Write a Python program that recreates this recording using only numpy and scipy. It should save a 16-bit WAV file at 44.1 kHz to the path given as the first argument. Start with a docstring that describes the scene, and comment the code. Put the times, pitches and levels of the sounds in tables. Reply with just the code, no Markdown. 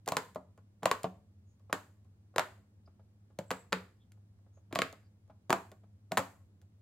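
"""Pop-it toy in a small room

Two hands press the bubbles of a large silicone pop-it toy lying on a table. Each dome crackles as it
buckles, snaps through with a falling chirp (swept sine), rings its air pocket (damped sines) and thumps
the sheet (a sum of modes). Fingers tick, land and squeak on the rubber (shaped noise). A motor hums
faintly (wavering sines) over low rumble and hiss; decaying noise bands give the room's echo."""
import sys
import numpy as np
from scipy import signal
from scipy.fft import rfft, irfft
from scipy.io import wavfile
from scipy.ndimage import uniform_filter1d

SR = 44100
rng = np.random.default_rng(int(sys.argv[2]) if len(sys.argv) > 2 else 0)


def pcm_store(signal):
    """Save signal as 16-bit PCM."""
    levels = np.round(np.clip(np.atleast_2d(signal), -1, 1) * 32767)
    wavfile.write(sys.argv[1], SR, levels.astype(np.int16).T)


N = 300321  # length [samples]

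# Levels in the tables are relative: most layers add an offset of their own.
# motor hum partials: (frequency [Hz], level [dB])
HUM = [(102.3, -61), (204.6, -72.5), (312.2, -86.5)]
# spectrum of the room's low rumble and hiss: (frequency [Hz], relative density [dB per Hz])
AIR = [(20, -26), (45, -24.5), (70, -9), (95, 4), (120, -14), (160, -13), (200, -11.5), (250, -18),
       (400, -26.5), (650, -32.5), (1000, -38.5), (2500, -48), (8000, -52.5), (16000, -58.5)]
# echo of the room by band: (frequency [Hz], level [dB], decay by 60 dB [s])
ROOM = [(100, -14, 0.59), (200, -8, 0.37), (350, -9, 0.45), (590, -6, 0.35), (1110, -2.5, 0.3),
        (1960, -5, 0.35), (3880, -6.5, 0.34), (8160, -6.5, 0.43), (15100, -8.5, 0.47)]
# fingertips shifting on the sheet between presses: (time [s], level [dB])
TOUCHES = [(.576, -52.5), (2.873, -54.5), (2.993, -58), (4.172, -65.5), (4.461, -61.5), (4.57, -57.5),
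           (4.926, -44.5), (5.297, -49), (5.717, -45.5), (5.834, -56)]
# skin sliding on the rubber in faint squeaks:
# (time [s], length [s], centre [Hz], resonance width [Hz], level [dB])
RUBS = [(1.44, .13, 6680, 900, -83), (2.852, 0.027, 4970, 505, -75.5), (3.435, 0.23, 7710, 130, -62.5),
        (3.986, 0.071, 3384, 401.5, -79.5), (4.517, .1, 6620, 698, -79.5), (5.02, 0.08, 4770, 493, -86)]
# colour of a soft pad landing: (frequency [Hz], level [dB])
PAD = [(60, -21), (180, 4.5), (400, 3.5), (650, 3.5), (1100, -3.5), (1800, -16), (4000, -28), (12000, -42)]
# skin and nails ticking on the rubber: (time [s], level [dB])
TICKS = [(.061, -47), (.0874, -28), (.348, -53), (.577, -63), (1.033, -39), (4.12, -57), (4.752, -36),
         (4.927, -48.5), (5.717, -52.5), (6.616, -61.5)]
# colour of the rubber's crackle: (frequency [Hz], level [dB])
CRACKLE = [(500, -20), (1500, 5), (2800, -1), (3600, -1), (4400, 1), (5600, -5.5), (7200, 3.5), (9500, -7),
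           (13000, -5), (16000, -11.5)]
# the hands take a new grip and press: (time [s], pad landing [dB], pitch of a firm snap [Hz],
# sheet thump [dB], upper ring relative to pocket ring [dB], extra crackle [dB])
PRESSES = [(.069, -34.5, 1350, -38, 4.5, 2.5), (.348, -64, 1400, -45.5, -3, -2),
           (.823, -40.5, 1300, -39, 3.5, 1), (1.033, -51, 1400, -33, -6, -11),
           (1.696, -43, 1341, -39, -3, 4), (2.338, -56.5, 1450, -43.5, -3.5, 0.5),
           (3.302, -60.5, 1400, -45, -7, 1), (3.721, -44, 1640, -37, -7.5, -0.5),
           (4.709, -47.5, 1620, -40.5, 2, -0.5), (5.494, -48.5, 1180, -35, -9.5, 1),
           (6.112, -43.5, 1230, -38.5, -4.5, 3.5)]
# domes snapping through: (time [s], snap level [dB], pocket ring level [dB], settled pocket pitch [Hz])
POPS = [(0.0775, -23.5, -31.5, 705), (0.1209, -21.5, -29, 617), (0.1689, -13, -24.5, 493),
        (.359, -44.5, -32, 620), (.832, -31, -41, 634), (.857, -11.5, -18, 620), (0.9142, -13, -26, 457),
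        (1.0432, -27, -28, 577), (1.7285, -17, -30, 618), (2.3615, -26.5, -32, 496),
        (2.3826, -14, -26.5, 620), (2.395, -16, -27.5, 626), (3.3887, -30, -29, 555),
        (3.5065, -24, -34, 680), (3.5137, -20, -29.5, 471), (3.7243, -24.5, -35, 488),
        (3.7288, -16, -31, 467), (4.727, -31.5, -37.5, 616), (4.7574, -19, -24.5, 667),
        (4.7896, -17, -24.5, 642), (4.8192, -15.5, -30.5, 467), (5.497, -34, -45.5, 624),
        (5.505, -14.5, -29.5, 474), (5.5283, -13, -25.5, 678), (6.1197, -25.5, -27, 644),
        (6.1727, -15, -32.5, 510), (6.1766, -15.5, -29, 670), (6.1828, -21.5, -37.5, 785),
        (6.1922, -27.5, -28.5, 550)]
# colour of the dome's skin as it snaps: (frequency [Hz], level [dB])
SKIN = [(200, -1), (700, 0), (1100, 2), (1600, -1.5), (2100, -2), (2800, -0.5), (3600, 3.5), (4400, 7),
        (5000, 10), (5800, 1.5), (7500, 3), (12000, -3)]
# colour of the loose rubber shuddering around a flipped dome: (frequency [Hz], level [dB])
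SHUDDER = [(150, -16), (500, -6), (900, -0.5), (2200, -1), (3200, -9), (6000, -24.5), (14000, -36.5)]
# modes of the sheet on the table: (frequency [Hz], level [dB], decay by 60 dB [s])
SHEET = [(152, -2.5, 0.13), (184, 2, 0.2), (271.5, 0.5, 0.16), (381.4, -3, 0.14), (450, 1, 0.08)]

AIR_DB = -61.5
TOP_HZ = 16000
LEAD_S = 0.006  # a dome creaks this long before it gives way
POCKET_T60_S, UPPER_T60_S = 0.023, 0.014  # ring times of the air pocket's two resonances
# a dome that snaps with FIRM_DB has this base crackle; a harder snap is higher and crackles more
FIRM_DB, CRACKLE_DB = -21, -32
SNAP_OCTAVES_PER_DB, CRACKLE_DB_PER_DB = 0.007, 0.79
# fainter random brushes of the fingers: level of the pad, level of the tick, and their spread either way
BRUSH_PAD_DB, BRUSH_TICK_DB, BRUSH_SPREAD_DB = -67, -75.5, 3


def undb(db):
    """Logarithmic level: 20 dB is a factor of ten in amplitude."""
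    return 10 ** (np.asarray(db) / 20)


def seconds(length):
    """Sampling: a time axis [s] of the given length."""
    return np.arange(int(length * SR)) / SR


def add(track, at, sound):
    """Superposition: mix a sound into a track at a time, cut at the track's end."""
    start = int(at * SR)
    track[..., start:start + sound.shape[-1]] += sound[..., :track.shape[-1] - start]


def colour(x, points):
    """Linear filtering: weight a spectrum by (Hz, dB) points joined on a log frequency axis."""
    hz, db = np.transpose(points)
    f = np.maximum(np.fft.rfftfreq(len(x), 1 / SR), 1)
    gain = undb(np.interp(np.log(f), np.log(hz), db))
    return irfft(rfft(x) * gain, len(x))


def noise(points, size):
    """Coloured noise: white noise shaped by (Hz, dB) points and scaled to unit deviation."""
    x = colour(rng.standard_normal(size), points)
    return x / x.std()


def walk(rate):
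    """Slow random modulation: levels held 1 / rate seconds, then smoothed twice."""
    hold = int(SR / rate)
    steps = np.repeat(rng.standard_normal(N // hold + 1), hold)
    x = uniform_filter1d(uniform_filter1d(steps, hold), hold)[:N]
    return x / x.std()


def damping(t, t60):
    """Exponential decay: the amplitude falls by 60 dB in t60 seconds."""
    return np.exp(-np.log(1000) * t / t60)


def background(hum_db, waver_db, air_db, side_db):
    """Tonal and broadband noise: a motor hum wavering in level and phase, over low rumble and hiss."""
    t = np.arange(N) / SR
    hum = np.zeros(N)
    for hz, db in HUM:
        level = undb(db + hum_db + waver_db * walk(5.6))
        hum += level * np.sin(2 * np.pi * hz * t + 0.27 * walk(10))
    rumble = noise(AIR, size=N)
    # only the upper part of the air noise differs between the channels
    high_pass = signal.butter(1, 1400, "high", fs=SR, output="sos")
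    side = signal.sosfilt(high_pass, noise(AIR, size=N))
    return hum + undb(AIR_DB + air_db) * (rumble + undb(side_db) * side * np.array([[1], [-1]]))


def room(onset=0.00097, early_db=6, early_decay=0.018, alike_hz=900):
    """Reverberation: noise bands decay, strongest early from the table and near walls; bass is alike."""
    t = seconds(0.5)
    f = np.maximum(np.fft.rfftfreq(len(t), 1 / SR), 1)
    hz, db, t60 = np.transpose(ROOM)
    mid, side = rfft(rng.standard_normal((2, len(t))))
    apart = f / (f + alike_hz)
    ears = (mid + np.array([[1], [-1]]) * apart * side) / np.sqrt(1 + apart ** 2)
    build = (1 + undb(early_db) * np.exp(-t / early_decay)) * (1 - np.exp(-(t / onset) ** 2))
    echo = 0
    for k, share in enumerate(np.eye(len(ROOM))):
        fade = build * damping(t, t60[k])
        # overlapping triangular bands on a log frequency axis
        band = irfft(ears * np.interp(np.log(f), np.log(hz), share), len(t))
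        echo = echo + undb(db[k]) * band * fade / np.sqrt(np.sum(fade ** 2))
    return echo


def ports(x, turn_hz=8300, width_hz=720):
    """Delay and all-pass: the right port hears one sample later, its phase turning at a resonance."""
    b, a = signal.iirpeak(turn_hz, turn_hz / width_hz, fs=SR)
    late = np.append(0, x[:-1])
    return np.array([x, late - 2 * signal.lfilter(b, a, late)])


def heard(x):
    """Radiation: the toy radiates little bass and reaches the ports directly and through the room."""
    radiated = signal.sosfilt(signal.butter(2, 105, "high", fs=SR, output="sos"), x)
    out = signal.fftconvolve(radiated[None], room(), axes=1)
    add(out, 0, ports(radiated))
    return out


def brushes(count):
    """Random arrivals: one light contact in each equal span, as (s, dB about the usual level)."""
    chance = rng.random((count, 2))
    contacts = []
    for k, (when, size) in enumerate(chance):
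        contacts.append(((k + when) / count * N / SR, BRUSH_SPREAD_DB * (2 * size - 1)))
    return contacts


def pad(t, rise, decay):
    """Soft impact: dull noise that swells and dies exponentially."""
    return noise(PAD, size=len(t)) * (1 - np.exp(-t / rise)) * np.exp(-t / decay)


def squeak(length, hz, width):
    """Friction exciting a resonance: noise through two equal narrow filters, under a smooth swell."""
    size = len(seconds(length))
    b, a = signal.iirpeak(hz, hz / width, fs=SR)
    tone = signal.lfilter(b, a, signal.lfilter(b, a, rng.standard_normal(size)))
    return np.hanning(size) * tone / tone.std()


def fingers(touches):
    """Impact and friction: pads land dully on the sheet and skin slides over it."""
    out = np.zeros(N)
    t = seconds(0.1)
    for at, db in touches:
        add(out, at, undb(db) * pad(t, rise=0.003, decay=0.008))
    for at, length, hz, width, db in RUBS:
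        add(out, at, undb(db) * squeak(length, hz, width))
    return heard(out)[:, :N]


def crackles(bursts, rise, decay, echo_db):
    """Adhesive release: rubber peels off rubber or skin in a brief bright burst at every pop and tick."""
    t = seconds(0.03)
    swell = np.exp(-np.maximum((LEAD_S - t) / rise, (t - LEAD_S) / decay))
    near, radiated = np.zeros((2, N))
    for at, db in bursts:
        add(near, max(at - LEAD_S, 0), undb(db) * swell * noise(CRACKLE, size=len(t)))
        # the room gathers the burst from all directions, so its spectrum evens out to one smooth click
        radiated[int(at * SR)] += undb(db + echo_db) * np.linalg.norm(swell)
    echo = signal.fftconvolve(colour(radiated, CRACKLE)[None], room(), axes=1)
    return ports(near) + echo[:, :N]


def ring(t, hz, t60, rise):
    """Damped resonance: a decaying sine that takes a moment to build."""
    return np.sin(2 * np.pi * hz * t) * damping(t, t60) * (1 - np.exp(-t / rise))


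def sheet(t, spread_db):
    """Modal superposition: the sheet's modes, weighted and tuned a little anew at every strike."""
    chance = rng.standard_normal((len(SHEET), 2))
    out = np.zeros(len(t))
    for (hz, db, t60), (weight, tuning) in zip(SHEET, chance):
        out += undb(db + spread_db * weight) * ring(t, hz * (1 + 0.0099 * tuning), t60, rise=0.00045)
    return out


def pocket(t, hz, t60, rise, sag, sag_time):
    """Cavity resonance: the air under a dome starts sharp and settles as the dome comes to rest."""
    phase = 2 * np.pi * hz * (t + sag * sag_time * (1 - np.exp(-t / sag_time)))
    return np.sin(phase) * damping(t, t60) * (1 - np.exp(-t / rise))


def snap(t, hz, crest, decay, glide, sink):
    """Snap-through buckling: a chirp swells to its crest and falls in pitch as the pocket opens."""
    age = t - crest
    pitch = hz * (sink + (1 - sink) * np.exp(-age / glide))  # equals hz at the crest
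    phase = 2 * np.pi * np.cumsum(np.minimum(pitch, SR / 4)) / SR
    attack = np.sin(np.pi / 2 * t / crest) ** 2
    release = 1 / np.cosh(np.clip(age / decay, 0, 20))
    swell = np.where(age < 0, attack, release)
    return swell * np.sin(phase - np.interp(crest, t, phase))


def pop(snap_db, snap_hz, pocket_db, pocket_hz, upper_db, thump_db):
    """Instability and free vibration: a dome creaks, snaps, rings its air and shakes the sheet."""
    t = seconds(0.25)
    flip = np.zeros(len(t))
    chirp = snap(t, snap_hz, crest=0.001034, decay=0.00045, glide=0.00041, sink=0.63)
    add(flip, LEAD_S - 0.0006, undb(snap_db + 1.0) * chirp)
    out = colour(flip, SKIN)
    # the fingertip covers each dome differently
    upper_hz = 1030 * (1 + 0.05 * rng.standard_normal())
    creak = pad(t, rise=0.0014, decay=0.025)
    add(out, LEAD_S / 4, undb(snap_db - 29.5) * creak)
    shudder = noise(SHUDDER, size=len(t)) * np.exp(-t / 0.0041)
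    add(out, LEAD_S, undb(snap_db - 19.5) * shudder)
    lower_ring = pocket(t, pocket_hz, POCKET_T60_S, rise=0.0013, sag=0.088, sag_time=0.00043)
    add(out, LEAD_S, undb(pocket_db + 7.5) * lower_ring)
    upper_ring = pocket(t, upper_hz, UPPER_T60_S, rise=0.0002, sag=0.14, sag_time=0.0016)
    add(out, LEAD_S, undb(upper_db + 6) * upper_ring)
    add(out, LEAD_S, undb(thump_db - 5.5) * sheet(t, spread_db=3.0))
    add(out, LEAD_S, undb(thump_db + 5.5) * pad(t, rise=0.00055, decay=0.009))
    return out


def grip(at):
    """Boundary conditions: snap pitch, thump, upper ring and extra crackle of the press under way."""
    return [row[2:] for row in PRESSES if row[0] <= at + LEAD_S][-1]


def pops():
    """Position-dependent response: the grip sets each dome's shake, its spot a pattern of echoes."""
    out = np.zeros((2, N))
    for at, snap_db, pocket_db, pocket_hz in POPS:
        firm_hz, thump_db, upper_db, _ = grip(at)
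        snap_hz = firm_hz * 2 ** (SNAP_OCTAVES_PER_DB * (snap_db - FIRM_DB))
        dome = pop(snap_db, snap_hz, pocket_db, pocket_hz, pocket_db + upper_db, thump_db)
        add(out, at - LEAD_S, heard(dome))
    return out


def scene():
    """Superposition of sources: the toy close by, and the room's hum and air."""
    light = brushes(count=12)
    landings = [row[:2] for row in PRESSES]
    touches = landings + list(TOUCHES) + [(at, BRUSH_PAD_DB + db) for at, db in light]
    peels = []
    for at, snap_db, *_ in POPS:
        harder_db = CRACKLE_DB_PER_DB * (snap_db - FIRM_DB)
        peels.append((at, CRACKLE_DB + grip(at)[-1] + harder_db))
    ticks = list(TICKS) + [(at, BRUSH_TICK_DB + db) for at, db in light]
    toy = pops() + crackles(peels + ticks, rise=0.00041, decay=0.0015, echo_db=2.0) + fingers(touches)
    return toy + background(hum_db=0.5, waver_db=1.66, air_db=-2, side_db=4.0)


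def record(dry):
    """Band limiting: the recorder's steep elliptic low-pass cuts the top."""
    return signal.sosfilt(signal.ellip(8, 0.2, 70, TOP_HZ, fs=SR, output="sos"), dry)


dry = scene()
out = record(dry)
pcm_store(out)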